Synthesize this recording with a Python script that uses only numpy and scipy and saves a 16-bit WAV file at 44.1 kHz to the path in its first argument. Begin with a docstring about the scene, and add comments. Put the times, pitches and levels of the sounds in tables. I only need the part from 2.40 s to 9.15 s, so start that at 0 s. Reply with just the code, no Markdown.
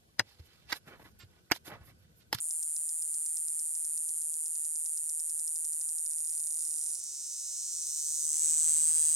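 """Cicada among shrubs

A cicada sings close by: its tymbal, a ribbed drum skin, buckles about 157 times a second. Held taut it gives
one shrill snap a beat, with slack stutters that come ever faster. It relaxes into a lower, quieter rattle of
separate ribs, then tightens until the abdomen rings loudly. Each click is a sudden start with ringing resonances.
Leaves and twigs scatter the sound. Behind it: a faint second cicada, a soft rush, two dove coos, rumble and air.
"""
import sys
import numpy as np
from scipy import signal
from scipy.fft import rfft, irfft
from scipy.io import wavfile
from scipy.ndimage import uniform_filter1d

SR = 44100
rng = np.random.default_rng(int(sys.argv[2]) if len(sys.argv) > 2 else 0)


def digitize_waveform(pressure):
    """Quantize a signal to 16-bit integers and store it at the path in sys.argv[1].

    Rows of a 2-D input are taken as channels; values are limited to [-1, 1].
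    """
    field = np.atleast_2d(pressure).T
    bounded = np.clip(field, -1, 1)
    quanta = np.round(bounded * 32767).astype(np.int16)
    wavfile.write(sys.argv[1], SR, quanta)


N = 297675
TIME = np.arange(N) / SR
MS = .001   # one millisecond in seconds
# the frequencies at which a short click is described
CLICK_HZ = np.arange(257) * SR / 512
# the moment at which the air sac, and the ribs with it, catches (s)
CATCH_S = 5.45

# Pace of the tymbal muscle, which slows as the tymbal relaxes. Each row: time in seconds, beats per second.
BEAT_RATE = [(0, 157.57), (2, 157.25), (3.6, 157.3), (4.35, 156.07), (4.6, 153.23), (4.75, 144.37),
             (4.9, 148.83), (6.1, 156.45), (6.75, 156.81)]
# Loudness of the taut song before its trim. Each row: time in seconds, level in dB.
TAUT_LEVEL = [(0.02, -36.5), (0.47, -36.5), (2.44, -36.5), (4.14, -36), (4.545, -37), (4.56, -43.5),
              (4.6, -42.5)]
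# Ribs that buckle in turn on a slack beat. Each row: delay in ms before the span factor, then the level in dB
# relative to the beat when slack, after the catch and when tight, then a pitch factor.
RIB_ORDER = [(0, -0.5, 0.5, -11, 0.96), (.75, -7.5, -17, -39, 1), (1.721, -3.5, -3.5, -10, 0.914),
             (2.619, -3, -2.5, 1.5, 0.98), (3.3, -6, -13, -1.5, 0.878)]
# The gaps between the ribs close steadily. Each row: time in seconds, factor on the rib delays.
RIB_GAPS = [(4.65, 1.1), (5.0, 1.06), (5.35, .94), (5.45, .87), (5.55, .77), (5.75, .67), (6.0, .58),
            (6.25, .52), (6.6, .5)]


def taut_song(beat_s, level_db, uneven_db, waver):
    """One shrill snap a beat, each much like the last, and lone snaps after the tymbal has relaxed."""
    # Lone taut snaps. Each row: time in seconds, level in dB.
    stray_snaps = [(4.639, -38), (4.868, -46)]
    s = during(TAUT_LEVEL, beat_s)
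    chance = rng.standard_normal((len(s), 2))
    db = at_time(TAUT_LEVEL, s)[0] + level_db + uneven_db * chance[:, 0]
    song = snaps(s, db, 1 + waver * chance[:, 1])
    stray_s, stray_db = np.transpose(stray_snaps)
    return song + snaps(stray_s, stray_db, np.ones(len(stray_s)))


def snaps(s, level_db, pitch):
    """Clicks of the taut tymbal: a broad crack with drifting resonances on top."""
    # Colour of the crack, before the pitch factor. Each row: frequency in Hz, relative level in dB.
    crack_colour = [(150, -44), (600, -42), (2200, -44.5), (3000, -92), (4200, -43), (5500, -40),
                    (7500, -19), (10000, -18), (12000, -39), (15800, -44.5)]
    # Resonances of the taut tymbal, which drift as it tires. Each row: Hz at first, Hz at last, width in Hz,
    # relative dB at first, dB at last, left-right balance in dB at first, at last.
    tymbal_modes = [(7180, 6955, 496, -1.7, -15, -6.5, -12.5), (7390, 7670, 310, 2, -9.5, 2.5, -6),
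                    (8470, 8290, 470, 2, -7, 5, 1.5), (8680, 8840, 540, 4.5, -3, 3.5, 0),
                    (9040, 9440, 610, 7.5, -4, -2.5, -5.5), (9950, 10620, 540, 5.5, -4.5, 1.5, -2.5),
                    (11000, 9400, 460, -7, -20, 8.5, -1), (10820, 11760, 720, 2, -20.5, -5, -15),
                    (12040, 12400, 970, -10.5, -30, -10.5, -12), (14200, 14000, 1300, -17, -32, -2, -1)]
    # How much earlier the left side hears a snap. Each row: frequency in Hz, phase in radians.
    snap_lead = [(4000, 0), (5200, -1.5), (6300, -0.7), (7000, 1.38), (7800, 2.5), (8900, 0.93),
                 (10000, 1.69), (11400, 1.07), (12200, 3.5), (14200, 4.5), (15800, 7)]
    hz = CLICK_HZ / pitch[:, None]
    crack = from_db(at_hz(crack_colour, hz)) ** 2
    ringing = drifting(tymbal_modes, hz, s / TAUT_LEVEL[-1][0])
    return clicks(s, level_db, crack + ringing, snap_lead)


def stutters(level_db, span, scatter_ms):
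    """Slack beats that break into the taut song, ever closer together."""
    # The stutters, before the small shift and the trim. Each row: time in seconds, level in dB.
    stutter_rows = [(0.1079, -38), (0.2288, -40.5), (0.364, -39.5), (0.491, -40.5), (0.622, -42.5),
                    (0.743, -41), (0.8615, -40), (0.9699, -39.5), (1.0824, -41.5), (1.1946, -42),
                    (1.3522, -42.5), (1.4486, -42), (1.5753, -41.5), (1.6904, -41.5), (1.818, -42.5),
                    (1.94, -42), (2.06, -41.5), (2.1552, -42), (2.2501, -40.5), (2.3575, -42),
                    (2.4596, -43), (2.5743, -41.5), (2.6953, -41), (2.798, -42.5), (2.8973, -42.5),
                    (2.9943, -41.5), (3.077, -42.5), (3.1595, -43), (3.249, -44), (3.3317, -43),
                    (3.413, -43), (3.49, -42.5), (3.5844, -42), (3.6625, -41.5), (3.7118, -45.5),
                    (3.7327, -47), (3.7833, -44), (3.8043, -45), (3.846, -45), (3.873, -43.5),
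                    (3.894, -42.5), (3.9245, -46), (3.9364, -47), (3.9504, -45.5), (3.9777, -45),
                    (4.0002, -41.5), (4.0386, -44), (4.071, -42.5), (4.106, -43), (4.124, -45),
                    (4.143, -45), (4.169, -44.5), (4.1923, -43), (4.2073, -45), (4.223, -44), (4.251, -44),
                    (4.275, -42.5), (4.3091, -44), (4.3082, -44), (4.3395, -43), (4.3614, -46),
                    (4.383, -43.5), (4.4124, -42.5), (4.4278, -47), (4.439, -44), (4.462, -41),
                    (4.4907, -44), (4.5032, -44), (4.534, -42), (4.552, -41)]
    s, db = np.transpose(stutter_rows)
    # a stutter sounds lower than a rib of the steady rattle
    return rattle(s - 0.31 * MS, db + level_db, span, scatter_ms, uneven_db=1.5, waver=0.027, pitch=.95)


def slack_song(beat_s, level_db):
    """The rattle on every beat as the tymbal relaxes; the closing gaps sweep bands up through its spectrum."""
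    # Loudness of the rattle, which takes over as the taut song ends. Each row: time in seconds, level in dB.
    slack_level = [(4.2, -55), (4.44, -52.5), (4.56, -49.5), (4.61, -46), (4.66, -44), (4.8, -43.5),
                   (5.0, -42), (5.3, -40.5), (5.55, -38.5), (5.8, -37), (6.0, -37.5), (6.2, -40.5),
                   (6.75, -40.5)]
    # The timing firms up as the play between the ribs dies away. Each row: time in seconds, scatter in ms
    # for a rib that is 1 ms late (it grows with the square root of the delay).
    rib_scatter = [(4.2, .08), (4.6, .045), (4.85, .026), (5.4, .021), (5.8, .016), (6.2, .01)]
    s = during(slack_level, beat_s)
    db = at_time(slack_level, s)[0] + level_db
    span = at_time(RIB_GAPS, s)[0]
    scatter_ms = at_time(rib_scatter, s)[0]
    return rattle(s, db, span, scatter_ms, uneven_db=1.2, waver=.004, pitch=rib_pitch_at(tension_at(s)))


def rattle(s, level_db, span, scatter_ms, uneven_db, waver, pitch):
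    """On a slack beat the ribs give way one by one, each with a click of its own."""
    # Four times in seconds: the ribs pass from slack to caught between the first two, to tight between the last two.
    stages_s = [5.32, 5.422, 5.84, 6.1]
    out = 0
    for delay_ms, slack_db, caught_db, tight_db, rib_pitch in RIB_ORDER:
        chance = rng.standard_normal((len(s), 3))
        lag_s = (delay_ms * span + scatter_ms * np.sqrt(abs(delay_ms)) * chance[:, 0]) * MS
        stage_db = np.interp(s, stages_s, [slack_db, caught_db, caught_db, tight_db])
        db = level_db + stage_db + uneven_db * chance[:, 1]
        out = out + rib_clicks(s + lag_s, db, pitch * rib_pitch * (1 + waver * chance[:, 2]))
    return out


def rib_clicks(s, level_db, pitch):
    """Duller clicks of single slack ribs: tension tunes the resonances, and in part the body's own colour."""
    # Colour of the body, before the pitch factor. 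Each row: frequency in Hz, relative level in dB.
    rib_colour = [(150, -72), (1200, -64), (2800, -31), (3400, -29), (4000, -17.5), (5000, -13.5),
                  (7000, 1), (9500, -2), (10500, -10.5), (11700, -20.5), (12800, -19), (14000, -24.5),
                  (15800, -26)]
    # Resonances of a rib, before the pitch factor. Each row: centre in Hz, width in Hz, relative level in dB.
    rib_modes = [(6070, 770, -1), (6500, 980, -3.5), (8520, 460, 3.5)]
    # The side towards which the ribs sound. Each row: frequency in Hz, left-right balance in dB.
    rib_balance = [(3000, 1), (5600, -3.5), (6900, -4.5), (8040, 1.5), (9740, -1), (10500, -4),
                   (12740, -12), (15000, -8)]
    # How much earlier the left side hears a rib. Each row: frequency in Hz, phase in radians.
    rib_lead = [(3800, 0), (4600, -1.46), (6400, -0.6), (8000, -1.3), (8500, -1.5), (9300, -1.4),
                (10200, -2.5), (12700, -1.5), (15000, -1)]
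    body_follows = 0.36   # the colour follows the pitch factor raised to this power
    body_mode, overtone = (8200, 430, 0.92), (12900, 1200, -15.5)   # centre Hz, width Hz, dB
    hz = CLICK_HZ / pitch[:, None]
    power = from_db(at_hz(rib_colour, CLICK_HZ / pitch[:, None] ** body_follows)) ** 2
    power = power + sum(resonance(hz, *mode) for mode in rib_modes)
    # one body resonance stays put; the overtone speaks only after the catch
    power = power + resonance(CLICK_HZ, *body_mode)
    power = power + (s > CATCH_S)[:, None] * resonance(CLICK_HZ, *overtone)
    sides = panned(at_hz(rib_balance, CLICK_HZ))[:, None]
    return clicks(s, level_db, power * sides, rib_lead)


def tension_at(s):
    """The tymbal tightens at an even pace: 0 while it is slack, 1 once it is tight again."""
    start_s, length_s = 5.13, 1.36
    return np.clip((s - start_s) / length_s, 0, 1)


def rib_pitch_at(tension):
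    """Tension raises the pitch of the ribs by up to 17 percent, gently at first, then faster."""
    return 1 + 0.17 * tension ** 2.2


def abdomen(beat_s, level_db, uneven_db, lag_ms):
    """As the air sac comes into tune, each beat rings it; the last ribs follow ever closer behind."""
    # Loudness of the ringing before its trim. Each row: time in seconds, level in dB.
    swell = [(5.33, -54), (5.45, -47), (5.55, -54), (5.83, -38.5), (5.88, -33), (6.0, -31.5), (6.04, -27.5),
             (6.3, -25.5), (6.75, -25)]
    # Broad colour under the resonances. Each row: frequency in Hz, relative level in dB.
    ring_colour = [(150, -62), (320, -41), (1000, -61), (3000, -56), (3800, -37.5), (5000, -42),
                   (7000, -36), (9000, -23), (11000, -31), (15800, -39.5)]
    # Resonances of the abdomen, which climb as it comes into tune. Each row: Hz at first, Hz at last, width in Hz,
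    # relative dB at first, dB at last, left-right balance in dB at first, at last.
    abdomen_modes = [(3620, 4880, 320, -33, -20, -10, -6), (6000, 6490, 460, -4.5, -12, -11, -4.5),
                     (6200, 7590.0, 1150, -6.7, -15.5, -1, 0), (7700, 8220, 820, 3, 3, -0.1, 2.5),
                     (8250, 8530, 830, -6, -2.5, -2, -9.5), (9360, 11000, 250, -1, -9, 3, 13),
                     (9450, 10620, 570, -14, -10, 9, -5), (12900, 13300, 1400, -33, -27.5, -16, -3)]
    # It comes into tune between these two times, in seconds.
    tuning_s = [5.78, 6.54]
    # How much earlier the left side hears the ringing. Each row: frequency in Hz, phase in radians.
    ring_lead = [(4500, 0), (5700, 0), (6500, 0.5), (8000, -1.48), (8550, -1.47), (8900, -0.6),
                 (9800, -1.6), (10200, -3), (12500, -2), (15000, -8.5)]
    # the sac catches for a moment before it is in tune: louder, and higher by a share
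    catch_width_s, catch_db, catch_rise = 0.015, 4, .17
    # as it comes into tune, every other beat is stronger at first
    flutter_s, flutter_width_s, flutter_db = 5.95, .11, 3.0
    # the last two ribs ring it again, more weakly
    rebound_db = -19.5
    # the whole abdomen also thumps, harder as tension rises: (centre Hz, width Hz, dB when tight)
    thump, thump_slack_db = (120, 210, -35), -24
    # a dull crack, now weak, now strong: (centre Hz, width Hz, typical dB)
    crack, crack_spread_db = (1000, 8000, -46.5), 4

    s = during(swell, beat_s)
    tension = tension_at(s)
    catch = bump(s, CATCH_S, catch_width_s)
    flutter = flutter_db * bump(s, flutter_s, flutter_width_s) * (-1) ** np.arange(len(s))
    uneven = uneven_db * rng.standard_normal(len(s))
    db = at_time(swell, s)[0] + level_db + catch_db * catch + flutter + uneven

    hz = CLICK_HZ / (1 + catch_rise * catch[:, None])
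    power = drifting(abdomen_modes, hz, np.interp(s, tuning_s, [0, 1]))
    # a repeat that follows closely puts ripples into the spectrum
    span = at_time(RIB_GAPS, s)[0][:, None]
    rebounds = sum(np.exp(-2j * np.pi * CLICK_HZ * rib[0] * span * MS) for rib in RIB_ORDER[-2:])
    power = power * abs(1 + from_db(rebound_db) * rebounds) ** 2
    power = power + from_db(at_hz(ring_colour, CLICK_HZ)) ** 2
    thump_gain = from_db(thump_slack_db * (1 - tension[:, None]))
    power = power + resonance(CLICK_HZ, *thump) * thump_gain ** 2
    crack_gain = from_db(crack_spread_db * rng.standard_normal((len(s), 1)))
    power = power + resonance(CLICK_HZ, *crack) * crack_gain ** 2
    return clicks(s + lag_ms * MS, db, power, ring_lead)


def beats(start_phase, scatter_ms):
    """Times at which the muscle pulls: each whole turn of its running beat count, with slight scatter."""
    turns = start_phase + np.cumsum(at_time(BEAT_RATE, TIME)[0]) / SR
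    s = np.interp(np.arange(1, int(turns[-1]) + 1), turns, TIME)
    return s + scatter_ms * rng.standard_normal(len(s)) * MS


def clicks(s, level_db, power, lead):
    """Stereo clicks, each with its own power spectrum a side; level is the rms of a train at the first beat rate."""
    # The higher resonances take a little longer to speak. Each row: frequency in Hz, delay in ms.
    speak = [(5000, 0.03), (8000, 0.01), (10500, 0.25), (15000, 0.8)]
    size, lead_in = 2 * (len(CLICK_HZ) - 1), 20   # samples
    train_power = power.mean(axis=(0, 2))[:, None]
    gain = np.sqrt(power * SR / BEAT_RATE[0][1] / train_power) * from_db(level_db)[:, None]
    # whole samples place the click; the part left over becomes a phase shift
    start, part = np.divmod(np.maximum(s * SR - lead_in, 0), 1)
    where = (start.astype(int)[:, None] + np.arange(size)).ravel()
    turns = CLICK_HZ / SR * (part[:, None] + lead_in)
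    turns = turns + np.cumsum(abs(at_hz(speak, CLICK_HZ))) * MS * CLICK_HZ[1]
    # minimum phase: a sudden start, then each resonance rings out
    cepstrum = irfft(np.log(power.mean(axis=0)))
    cepstrum[:, size // 2:] = 0
    phase = rfft(cepstrum).imag - 2 * np.pi * turns
    apart = at_hz(lead, CLICK_HZ) / 2
    out = []
    for side, shift in zip(gain, (apart, -apart)):
        waves = irfft(side * np.exp(1j * (phase + shift)))
        out.append(np.bincount(where, waves.ravel(), N)[:N])
    return np.array(out)


def drifting(modes, hz, along):
    """Left and right power of resonances on their way from a first state (0) to a last (1); top 1."""
    along, power = along[:, None], 0
    for first_hz, last_hz, width_hz, first_db, last_db, first_pan_db, last_pan_db in modes:
        centre_hz = first_hz + along * (last_hz - first_hz)
        mode = resonance(hz, centre_hz, width_hz, first_db + along * (last_db - first_db))
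        power = power + mode * panned(first_pan_db + along * (last_pan_db - first_pan_db))
    return power / power.mean(axis=0).max(axis=1, keepdims=True)


def resonance(hz, centre_hz, width_hz, db):
    """Power response of a steep-sided resonance."""
    return (from_db(db) / (1 + (2 * (hz - centre_hz) / width_hz) ** 2)) ** 2


def panned(balance_db):
    """Factors on the power for left and right."""
    return np.array([from_db(balance_db), from_db(-balance_db)])


def foliage(x, t60, alike, sway_per_s, size=8192, count=6):
    """Leaves and twigs send back a short, dense spray of treble echoes; it shifts as the shrubs sway."""
    s = np.arange(size) / SR
    # leaves are too small to send back sounds lower than this (Hz)
    leaf_low_hz = 2130
    treble = signal.sosfilt(signal.butter(2, leaf_low_hz, "high", fs=SR, output="sos"), x)
    # the sway mixes several sprays in slowly changing shares of steady total power
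    sway = rng.standard_normal((count, 200))
    shares = np.array([np.interp(TIME * sway_per_s, np.arange(len(row)), row) for row in sway])
    shares = shares / np.sqrt(np.sum(shares ** 2, axis=0))
    out = 0
    for share in shares:
        # fades by 60 dB in t60 seconds; nothing comes back in the first millisecond
        echoes = two_sides(alike, size) * from_db(-60 * s / t60) * (s > .001)
        echoes /= np.sqrt(np.sum(echoes ** 2, axis=1, keepdims=True))
        out = out + share * signal.oaconvolve(treble[None], echoes, axes=1)[:, :N]
    return out


def neighbour():
    """A second, faint buzz farther off: rib clicks at a higher pitch, on an even beat of their own."""
    beats_per_s, level_db, pitch = 155.0, -53, 1.3
    s = np.arange(0, TIME[-1], 1 / beats_per_s)
    return rib_clicks(s, np.full(len(s), level_db), np.full(len(s), pitch))


def rush(song, throb):
    """A soft rush of noise that sets in with the loudest song and throbs with its strongest beats."""
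    # Colour of the rush. Each row: frequency in Hz, relative level per Hz in dB.
    rush_colour = [(25, 3), (150, 4.5), (500, 3), (2000, 3.5), (3500, 7), (6000, 11.5), (16000, 2.5)]
    halfway_s, rise_s = 5.935, 0.097
    strength = np.sqrt(uniform_filter1d(song[0] ** 2, size=40).clip(0))
    rise = 1 / (1 + np.exp((halfway_s - TIME) / rise_s))
    beating = 1.2 + throb * strength / strength.max()
    return from_db(-54.5) * rise * beating * noise(rush_colour, alike=0.47)


def dove():
    """A dove far away: two soft rising coos, nearly pure tones."""
    # Each row: start in seconds, length in seconds, first pitch in Hz, last pitch in Hz, level in dB at the middle.
    coos = [(4.794, .12, 573, 628, -85), (5.055, 0.11, 600, 761, -77)]
    out = 0
    for s, length_s, first_hz, last_hz, db in coos:
        along = np.clip((TIME - s) / length_s, 0, 1)
        hz = first_hz + (last_hz - first_hz) * along
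        tone = np.sqrt(2) * np.sin(2 * np.pi * np.cumsum(hz) / SR)   # rms 1
        out = out + from_db(db) * np.sin(np.pi * along) ** 2 * tone
    return out


def rumble():
    """A far, low rumble: filtered noise with a steady bed that swells now and then."""
    # Colour of the rumble. Each row: frequency in Hz, relative level per Hz in dB.
    rumble_colour = [(120, -42), (230, -13.5), (320, -7), (420, -17.5), (700, -21.5), (2000, -34)]
    # Swells on top of the bed. Each row: centre in seconds, half-length in seconds, added level in dB.
    swells = [(1.6, 0.26, -77), (3.3, .2, -83), (4.4, 0.19, -74), (4.74, .08, -80)]
    gain = from_db(-86)
    for s, width_s, db in swells:
        gain = gain + from_db(db) * bump(TIME, s, width_s)
    return gain * noise(rumble_colour, alike=0.56)


def outdoor_air(level_db):
    """The quiet outdoors: steady coloured noise, nearly the same on both sides."""
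    # Colour of the air. Each row: frequency in Hz, relative level per Hz in dB.
    air_colour = [(25, -43), (60, -1.5), (150, -4), (300, -5), (600, -6), (1500, -9), (3000, -9),
                  (8000, 5.5), (16000, -31)]
    return from_db(level_db) * noise(air_colour, alike=0.88)


def noise(colour, alike):
    """Stereo noise of rms 1, coloured by scaling each frequency of white noise."""
    hz = np.arange(N // 2 + 1) * SR / N
    x = irfft(rfft(two_sides(alike, N)) * from_db(at_hz(colour, hz)), N)
    return x / x.std()


def two_sides(alike, size):
    """White noise for two ears, partly shared."""
    mid, side = rng.standard_normal((2, size))
    alike = np.clip(alike, 0, 1)
    return np.sqrt(1 + alike) * mid + np.sqrt(1 - alike) * side * np.array([[1], [-1]])


def bump(s, centre_s, width_s):
    """A smooth rise to 1 and fall again."""
    return np.exp(-((s - centre_s) / width_s) ** 2)


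def from_db(db):
    """Decibels to gain."""
    return 10 ** (np.asarray(db) / 20)


def at_time(rows, s):
    """Every column of a curve at the given times."""
    knots, *columns = np.transpose(rows)
    return [np.interp(s, knots, c) for c in columns]


def at_hz(points, hz):
    """A spectrum read on a log-frequency axis."""
    knots, values = np.transpose(points)
    return np.interp(np.log(np.maximum(hz, 1)), np.log(knots), values)


def during(rows, s):
    """Those times that lie within a curve; one that begins at the very start holds from there."""
    begin = rows[0][0] if rows[0][0] > .1 else 0
    return s[(s >= begin) & (s <= rows[-1][0])]


def scene():
    """The taut, slack and ringing song with its stutters, the echoes and the quiet outdoors."""
    beat_s = beats(start_phase=.377, scatter_ms=0.03)
    shrill = taut_song(beat_s, level_db=1.5, uneven_db=.5, waver=0.0026)
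    low = slack_song(beat_s, level_db=0.0)
    ticks = stutters(level_db=-2.35, span=.85, scatter_ms=0.2485)
    loud = abdomen(beat_s, level_db=-0.86, uneven_db=1.0, lag_ms=0.083)
    far = neighbour()
    # each manner of song reaches the leaves at its own level
    scattered = from_db(-5.5) * shrill + from_db(-8) * low + from_db(-9) * ticks
    scattered = scattered + from_db(-15.0) * loud + from_db(-3) * far
    echoes = foliage(scattered.mean(axis=0), t60=0.073, alike=0.21, sway_per_s=2.01)
    cicadas = shrill + low + ticks + loud + far + echoes
    background = rush(loud, throb=1.7) + dove() + rumble() + outdoor_air(level_db=-64.0)
    return cicadas + background


def record(dry):
    """A steep low-pass filter cuts the top above 15.9 kHz."""
    return signal.sosfilt(signal.ellip(10, .1, 80, 15900, fs=SR, output="sos"), dry)


dry = scene()
out = record(dry)
digitize_waveform(out)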